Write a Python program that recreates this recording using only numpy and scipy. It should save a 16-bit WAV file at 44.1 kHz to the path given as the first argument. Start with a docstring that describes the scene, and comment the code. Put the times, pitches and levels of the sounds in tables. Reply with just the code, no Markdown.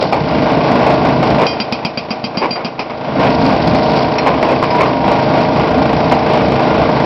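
"""An excavator's hydraulic breaker pounds a rock: eleven blows that crack, thud and ring its steel chisel.
Around the blows the chisel knocks, shoves and scrapes stones, and a valve sings as the boom swings.
The diesel engine roars steadily underneath, on open ground. An automatic volume control turns
everything down under the blows, so the engine sounds quieter there and swells back afterwards."""
import sys
import numpy as np
from scipy.fft import rfft, irfft, next_fast_len
from scipy.io import wavfile
from scipy.ndimage import uniform_filter1d, minimum_filter1d, map_coordinates

SR = 44100
rng = np.random.default_rng(int(sys.argv[2]) if len(sys.argv) > 2 else 0)


def to_wav(sig):
    """Store sig (one row per channel, or 1-D mono) as 16-bit WAV at the path in sys.argv[1].

    Samples outside -1..1 are clipped; the rate is SR.
    """
    pcm = np.clip(np.atleast_2d(sig), -1, 1) * 32767
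    pcm = np.round(pcm).astype(np.int16)
    wavfile.write(sys.argv[1], SR, pcm.T)  # frames by channels


N = 310905


def amp(db):
    """Turn decibels into a gain."""
    return 10 ** (np.asarray(db) / 20)


def unit(x):
    """Scale x to an average (rms) level of 1."""
    return x / np.sqrt(np.mean(x ** 2) + 1e-20)


def wobble(rate):
    """A smooth random curve with rate new values a second."""
    points = rng.standard_normal(int(N * rate / SR) + 4)
    return map_coordinates(points, [np.arange(N) * rate / SR], order=2)


def jitter(length, smoothing):
    """A fast random tremble, averaged over smoothing samples."""
    return unit(uniform_filter1d(rng.standard_normal(length), size=smoothing))


def filtered(x, response):
    """Scale each frequency in x by response(hz)."""
    size = next_fast_len(len(x) + 8192)
    return irfft(rfft(x, size) * response(np.fft.rfftfreq(size, 1 / SR)), size)[:len(x)]


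def noise(spectrum, length):
    """Noise at level 1, its tone shaped by rows of frequency in Hz and level in dB."""
    points_hz, db = np.transpose(spectrum)
    white = rng.standard_normal(length)
    return unit(filtered(white, lambda hz: amp(np.interp(np.log(hz + 1), np.log(points_hz), db))))


def fade(t, t60):
    """Die away, dropping 60 dB in t60 seconds (the fade time)."""
    return np.exp(-np.log(1000) * t / max(t60, 1e-3))


def add(track, start, sound):
    """Mix a sound into the track at start seconds."""
    part = track[max(round(start * SR), 0):][:len(sound)]
    part += sound[:len(part)]


# Engine notes and gear whine. Each row: multiple of the crankshaft's speed, level in dB.
CRANK_TONES = [(1, -27), (2, -33), (3, -13.5), (4, -9.5), (5, -3), (6, -4.5), (7, -10.5), (8, -7), (9, -4),
               (10, -8.5), (11, -5), (12, -1.5), (13, -10), (14, -10.5), (15, -26), (16, -3.5), (17, -1),
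               (18, -16), (19, -15), (20, -11), (21, -10.5), (22, -3), (23, 2), (24, -30.5), (25, -3),
               (26, -2.5), (27, -15), (28, -4), (29, -7), (30, -10.5)]
GEAR_TONES = [(52, -13), (58, -17)]
# Cooling fan and oil pump. Each row: pitch in Hz, level in dB, waver as a share of the pitch.
FAN_AND_PUMP = [(264.3, -11.5, 0.009), (948, -19, .016), (1049, -20.5, 0.0025)]
def spinning_parts(turns, tone_db=-9, flutter_db=2):
    """Crankshaft, gears, fan and pump hum; moving air makes each note flutter on its own."""
    tones = hums = 0
    for multiple, db in list(CRANK_TONES) + list(GEAR_TONES):
        level = amp(db + flutter_db * wobble(8))
        tones += level * np.sin(2 * np.pi * (multiple * turns + 0.71 * rng.random()))
    for hz, db, waver in FAN_AND_PUMP:
        level = amp(db + flutter_db * wobble(3.8))
        pitch = hz * (1 + waver * wobble(25))
        hums += level * np.sin(2 * np.pi * np.cumsum(pitch) / SR)
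    return amp(tone_db) * tones + hums


# The strength of each of the three firings in one crankshaft turn.
FIRING_STRENGTHS = [0.94, 0.46, 0.36]
# Injector clatter, burning fuel, and a bright tick that the stones also use.
# Each row: frequency in Hz, level in dB.
CLATTER_SPECTRUM = [(700, -27), (1050, -5.5), (1550, -0.5), (1720, -12), (1900, 7), (2450, 4),
                    (3300, -27.5), (5500, -26)]
ROAR_SPECTRUM = [(100, -23.5), (200, -5), (290, -4), (380, -0.5), (500, 2.5), (660, 5), (950, 3),
                 (1180, -2.5), (1280, -11.5), (1450, -6), (1750, -13.5), (2450, -12), (3300, -17),
                 (5500, -25)]
TICK_SPECTRUM = [(500, -26.5), (1500, 1), (2250, 15), (3500, -4.5), (5000, -1), (6000, -10)]
def combustion(turns, turns_per_s, knock=1.35, scatter_db=1.24, sway_db=1.72):
    """The roar jumps at each firing, the injectors clatter, and each turn's hardest firing ticks."""
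    per_turn = len(FIRING_STRENGTHS)
    firing, progress = np.divmod((turns + 1) * per_turn, 1)
    firing = firing.astype(int)
    scatter = amp(scatter_db * rng.standard_normal(firing.max() + 1))
    strength = np.take(FIRING_STRENGTHS, firing % per_turn) * scatter[firing]
    since_firing = progress / (turns_per_s * per_turn)
    pulses = unit(uniform_filter1d(1 + knock * strength * fade(since_firing, 0.14), size=50))
    # the same clatter repeats on every turn
    one_turn = noise(CLATTER_SPECTRUM, round(SR / turns_per_s))
    clatter = np.interp(turns % 1, np.linspace(0, 1, len(one_turn)), one_turn)
    sway = amp(sway_db * wobble(12))
    roar = amp(-3) * noise(ROAR_SPECTRUM, N) + amp(-20) * clatter
    tick = amp(-12) * fade(turns % 1 / turns_per_s, 0.025) * noise(TICK_SPECTRUM, N)
    return pulses * sway * roar + tick


# Spells when the engine's sound is turned down, or its rumble swells.
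# Each row: start and end in seconds, change of roar in dB, change of rumble in dB.
VOLUME_CHANGES = [(0, 0.25, -5, -3.5), (1.498, 2.983, -1.5, -10.5), (3.402, 3.8, -0.5, 3.5),
                  (4.103, 4.957, -2.5, -2.5)]
# Exhaust rumble. Each row: frequency in Hz, level in dB.
EXHAUST_SPECTRUM = [(15, -34), (35, -25), (55, -19.5), (71, -4), (90, -14), (140, -1.5), (190, -2.5),
                    (270, -1.5), (400, -21.5), (900, -50)]
def engine(turns_per_s=27.055, roar_db=-12.5, rumble_db=-19, ramp_s=0.13, settled_s=4.9):
    """A six-cylinder diesel roars and rumbles; its speed wavers more while the chisel works."""
    t = np.arange(N) / SR
    for start, end, roar_change, rumble_change in VOLUME_CHANGES:
        depth = np.clip(1 + np.minimum(t - start, end - t) / ramp_s, 0, 1)
        roar_db += depth * roar_change
        rumble_db += depth * rumble_change
    working = np.clip(2 * (settled_s - t), 0, 1)
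    wander = 0.0053 * wobble(5) + 0.012 * working * wobble(14)
    turns = turns_per_s * (t - 0.0155) + wander
    roar = spinning_parts(turns) + combustion(turns, turns_per_s)
    rumble = amp(rumble_db + 2.1 * wobble(15)) * noise(EXHAUST_SPECTRUM, N)
    return amp(roar_db) * roar + rumble


# One whistle for each move of the boom.
# Each row: start and length in seconds, level in dB, first and last pitch in Hz.
VALVE_WHISTLES = [(3.264, .24, -21, 980, 935), (3.8, .42, -22.5, 947, 961), (4.695, 0.11, -12.5, 975, 980),
                  (4.876, .38, -19, 960, 940), (5.297, .22, -20.5, 928, 975)]
def valve(sag_hz=11, waver=0.0027, ramp_s=0.024):
    """Oil squeezing through a valve sings a gliding note that sags in the middle."""
    track = np.zeros(N)
    for start, length, db, first_hz, last_hz in VALVE_WHISTLES:
        progress = np.linspace(0, 1, round(length * SR))
        hz = first_hz + (last_hz - first_hz) * progress - sag_hz * np.sin(np.pi * progress)
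        hz *= 1 + waver * wobble(40)[:len(hz)]
        opening = np.minimum(np.minimum(progress, 1 - progress) * length / ramp_s, 1)
        add(track, start, amp(db) * opening * np.sin(2 * np.pi * np.cumsum(hz) / SR))
    return track


# Drags of the chisel. Each row: start and end in seconds, level at the end in dB.
CHISEL_DRAGS = [(0, .035, -25.5), (3.2, 4.02, -32.5), (5.15, 5.45, -39)]
# Crushed grit. Each row: frequency in Hz, level in dB.
GRIT_SPECTRUM = [(900, -28), (2200, -4), (3500, -1), (4800, 4.5), (6000, -9)]
def scraping(hiss_db=-35.5, growth_db=7.5, release_s=0.24, grain_db=4):
    """The tip crunches through grit, ever harder until it slips off, over a faint grainy hiss."""
    t = np.arange(N) / SR
    level = amp(hiss_db)
    for start, end, db in CHISEL_DRAGS:
        to_go = np.clip((end - t) / (end - start), 0, 1)
        release = fade(np.maximum(t - end, 0), release_s)
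        level = level + (t >= start) * amp(db - growth_db * to_go) * release
    grains = amp(grain_db * wobble(150))
    return level * unit(grains * noise(GRIT_SPECTRUM, N))


# A loose stone's knock. Each row: frequency in Hz, level in dB.
STONE_SPECTRUM = [(100, -26.5), (330, 2), (550, 6.5), (800, 2), (1050, 3), (1350, -8), (1800, -13.5),
                  (2300, -8.5), (3300, -20.5), (6000, -30.5)]
def stone(pitch, rise_s=0.0017, fade_s=0.26, grit_db=-12, width_hz=110):
    """One stone knocks hollowly and sheds grit in uneven jolts."""
    t = np.arange(SR // 2) / SR
    jolts = unit(amp(-2.6 * jitter(len(t), 150)))
    swell = np.minimum(t / rise_s, 1)
    since_peak = np.maximum(t - rise_s, 0)
    knock = noise(STONE_SPECTRUM, len(t))
    hollow = unit(filtered(knock, lambda hz: 1 + 1.1 / (1 + ((hz - pitch) / width_hz) ** 2)))
    grit = amp(grit_db) * noise(TICK_SPECTRUM, len(t)) * fade(since_peak, 0.65 * fade_s)
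    return swell * jolts * (hollow * fade(since_peak, fade_s) + grit)


# Knocked stones. Each row: start in seconds, level in dB, pitch in Hz.
STONE_KNOCKS = [(.012, -13, 620), (.124, -7, 793), (1.226, -10, 708), (2.556, -3.5, 1430),
                (2.791, -4, 1460), (3.231, -13.5, 640), (4.426, -8, 728), (4.625, -9.5, 1025)]
# Shoved stones. Each row: start in seconds, level in dB, swell time in seconds, pitch in Hz.
STONE_SHOVES = [(1.38, -9.5, .045, 970), (2.4, -0.5, 0.032, 880), (4.25, -8, 0.022, 1040),
                (4.48, -10, 0.013, 540), (4.78, -8, .04, 1054), (6.11, -9.5, .01, 767)]
def stones(pieces=6, rubble_from_s=2.3, rubble_to_s=2.95, rubble_db=-11.5, rubble_hz=1190):
    """Knocked stones sound at once, shoved ones swell, and rubble drops as the rock breaks."""
    track = np.zeros(N)
    for start, db, pitch in STONE_KNOCKS:
        add(track, start, amp(db) * stone(pitch))
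    for start, db, rise_s, pitch in STONE_SHOVES:
        add(track, start, amp(db) * stone(pitch, rise_s, fade_s=0.33, grit_db=-13))
    for piece in range(pieces):
        start = rubble_from_s + (rubble_to_s - rubble_from_s) * (piece + rng.random()) / pieces
        pitch = rubble_hz * np.exp(0.25 * rng.normal())
        add(track, start, amp(rubble_db) * stone(pitch))
    return track


# Clinks of steel. Each row: start in seconds, pitch in Hz, level in dB, fade time in seconds.
TIP_CLINKS = [(4.184, 5500, -18, 0.058), (4.184, 4180, -28.5, 0.28), (4.705, 5040, -26.5, 0.14)]
def clinks():
    """The tip glances off a stone with a click and a short, high ping."""
    track, t = np.zeros(N), np.arange(SR // 2) / SR
    for start, hz, db, fade_s in TIP_CLINKS:
        click = amp(5) * noise(TICK_SPECTRUM, len(t)) * fade(t, 0.086)
        ping = np.sqrt(2) * fade(t, fade_s) * np.sin(2 * np.pi * hz * t)
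        add(track, start, amp(db) * (ping + click))
    return track


# The low notes of the breaker's housing. Each row: pitch in Hz, level in dB, fade time in seconds.
HOUSING_NOTES = [(174.6, -3.5, 0.082), (207, 1, 0.078), (231.3, 0.5, 0.098)]
# Its dull shake. Each row: frequency in Hz, level in dB.
SHAKE_SPECTRUM = [(25, -28), (60, -28.5), (120, -14), (200, 10), (300, -15), (600, -29), (2000, -70.5)]
def housing_thud(t, detune=0.029):
    """A blow shakes the housing, at slightly different pitches each time."""
    notes = 0
    for hz, db, fade_s in HOUSING_NOTES:
        pitch = hz * (1 + detune * rng.normal())
        notes += amp(db) * fade(t, fade_s) * np.sin(2 * np.pi * pitch * t)
    shake = amp(-7) * noise(SHAKE_SPECTRUM, len(t)) * fade(t, 0.11)
    return (notes + shake) * (1 - fade(t, 0.03))


# The steel chisel's notes. Each row: pitch in Hz, level in dB, share of the ring time.
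CHISEL_NOTES = [(2090, -15, .8), (2466, -6.5, .8), (2700, -22, 0.48), (3090, -17, 0.82), (3205, -10.5, 0.9),
                (4000, -21, 0.71), (4742, -1.5, 0.95), (4785, -13.5, 1), (5200, -17, 1), (5330, -20, 1),
                (5700, -17, 0.47)]
def chisel_ring(t, ping_db, free_s, tail, ring_s=0.5, weak_db=-12, scatter_db=3, linger_s=0.01):
    """The chisel rings as it bounces, until the rock grips it and chokes the main ping first."""
    main_db = max(db for hz, db, share in CHISEL_NOTES)
    ring = 0
    for hz, db, share in CHISEL_NOTES:
        weak = db < main_db
        # rattling in its sleeve blurs the chisel's notes
        blur = (0.3 if weak else 0.06) * jitter(len(t), 200)
        level = amp(db + (weak_db + scatter_db * rng.normal() if weak else ping_db))
        choke = 1 / (1 + (t / (free_s + linger_s * weak)) ** 8)
        note = np.sin(2 * np.pi * hz * t + blur + rng.uniform(0, 2 * np.pi))
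        ring += level * (choke + tail) * fade(t, ring_s * share) * note
    return np.sqrt(2) * ring * (1 - fade(t, 0.0082))


# The blows. Each row: start in seconds, thud level in dB, change to the main ping in dB,
# seconds until the rock grips the chisel.
BREAKER_BLOWS = [(1.4669, -26, -18, 0.088), (1.601, -2, -10.5, 0.024), (1.7239, -1, -16.5, 0.012),
                 (1.8495, -0.5, -11.5, 0.0099), (1.9738, -2, -7.5, 0.013), (2.1055, -3.5, -12, 0.017),
                 (2.24, -2.5, -10.5, .017), (2.3719, -0.5, -10, 0.034), (2.507, -4.5, -7, 0.065),
                 (2.647, -2, -14, 0.017), (2.793, -8.5, -22, 0.013)]
# Steel cracking on rock. Each row: frequency in Hz, level in dB.
CRACK_SPECTRUM = [(100, -28.5), (400, 3.5), (750, 9.5), (1400, 1), (1800, -12), (2450, 8.5), (3600, -8),
                  (4900, 2), (6000, -10)]
def breaker(seated_db=-6.5, loss_db_per_s=128.5):
    """Each piston blow cracks on the rock, thuds in the housing and rings the chisel."""
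    track, t = np.zeros(N), np.arange(SR // 2) / SR
    snap = amp(-1) * fade(t, 0.012)
    tail = amp(-16) * fade(t, 0.49)  # sound scattered by the ground and the machine
    for start, thud_db, ping_db, free_s in BREAKER_BLOWS:
        # a firmly seated chisel cracks hardest; the longer it rings free, the weaker the crack
        crack_db = seated_db - loss_db_per_s * free_s
        crack = amp(crack_db) * noise(CRACK_SPECTRUM, len(t)) * (snap + fade(t, 0.15) + tail)
        thud = amp(thud_db) * housing_thud(t)
        add(track, start, crack + thud + chisel_ring(t, ping_db, free_s, tail))
    return track


def scene():
    """All the sounds meet in one channel."""
    return (engine() + breaker() + stones() + clinks() + scraping() + valve())[None]


def volume_control(x, threshold_db=-19, treble_hz=3000, hold_s=0.32, release_s=0.078):
    """Sharp treble pulls the volume down at once; it stays down a moment, then comes back quickly."""
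    treble = filtered(x, lambda hz: 1 - 1 / (1 + (hz / treble_hz) ** 8))
    level = np.sqrt(np.abs(uniform_filter1d(treble ** 2, size=301, origin=100)) + 1e-12)
    gain = np.minimum(amp(threshold_db) / level, 1)
    hold, release = int(hold_s * SR) | 1, int(release_s * SR) | 1  # odd numbers of samples
    held = minimum_filter1d(gain, hold, origin=hold // 2)
    eased = np.minimum(held, uniform_filter1d(held, release, origin=release // 2))
    return x * uniform_filter1d(eased, size=60)


def record(dry, edge_hz=5650, ceiling=0.73, hardness=14, top_hz=15800):
    """Turn down the loud moments, cut the high treble steeply and round off the tallest peaks."""
    x = volume_control(dry[0])
    x = filtered(x, lambda hz: 1 / np.sqrt(1 + (hz / edge_hz) ** 68))
    x = x / (1 + np.abs(x / ceiling) ** hardness) ** (1 / hardness)
    return filtered(x, lambda hz: hz < top_hz)[None]


dry = scene()
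out = record(dry)
to_wav(out)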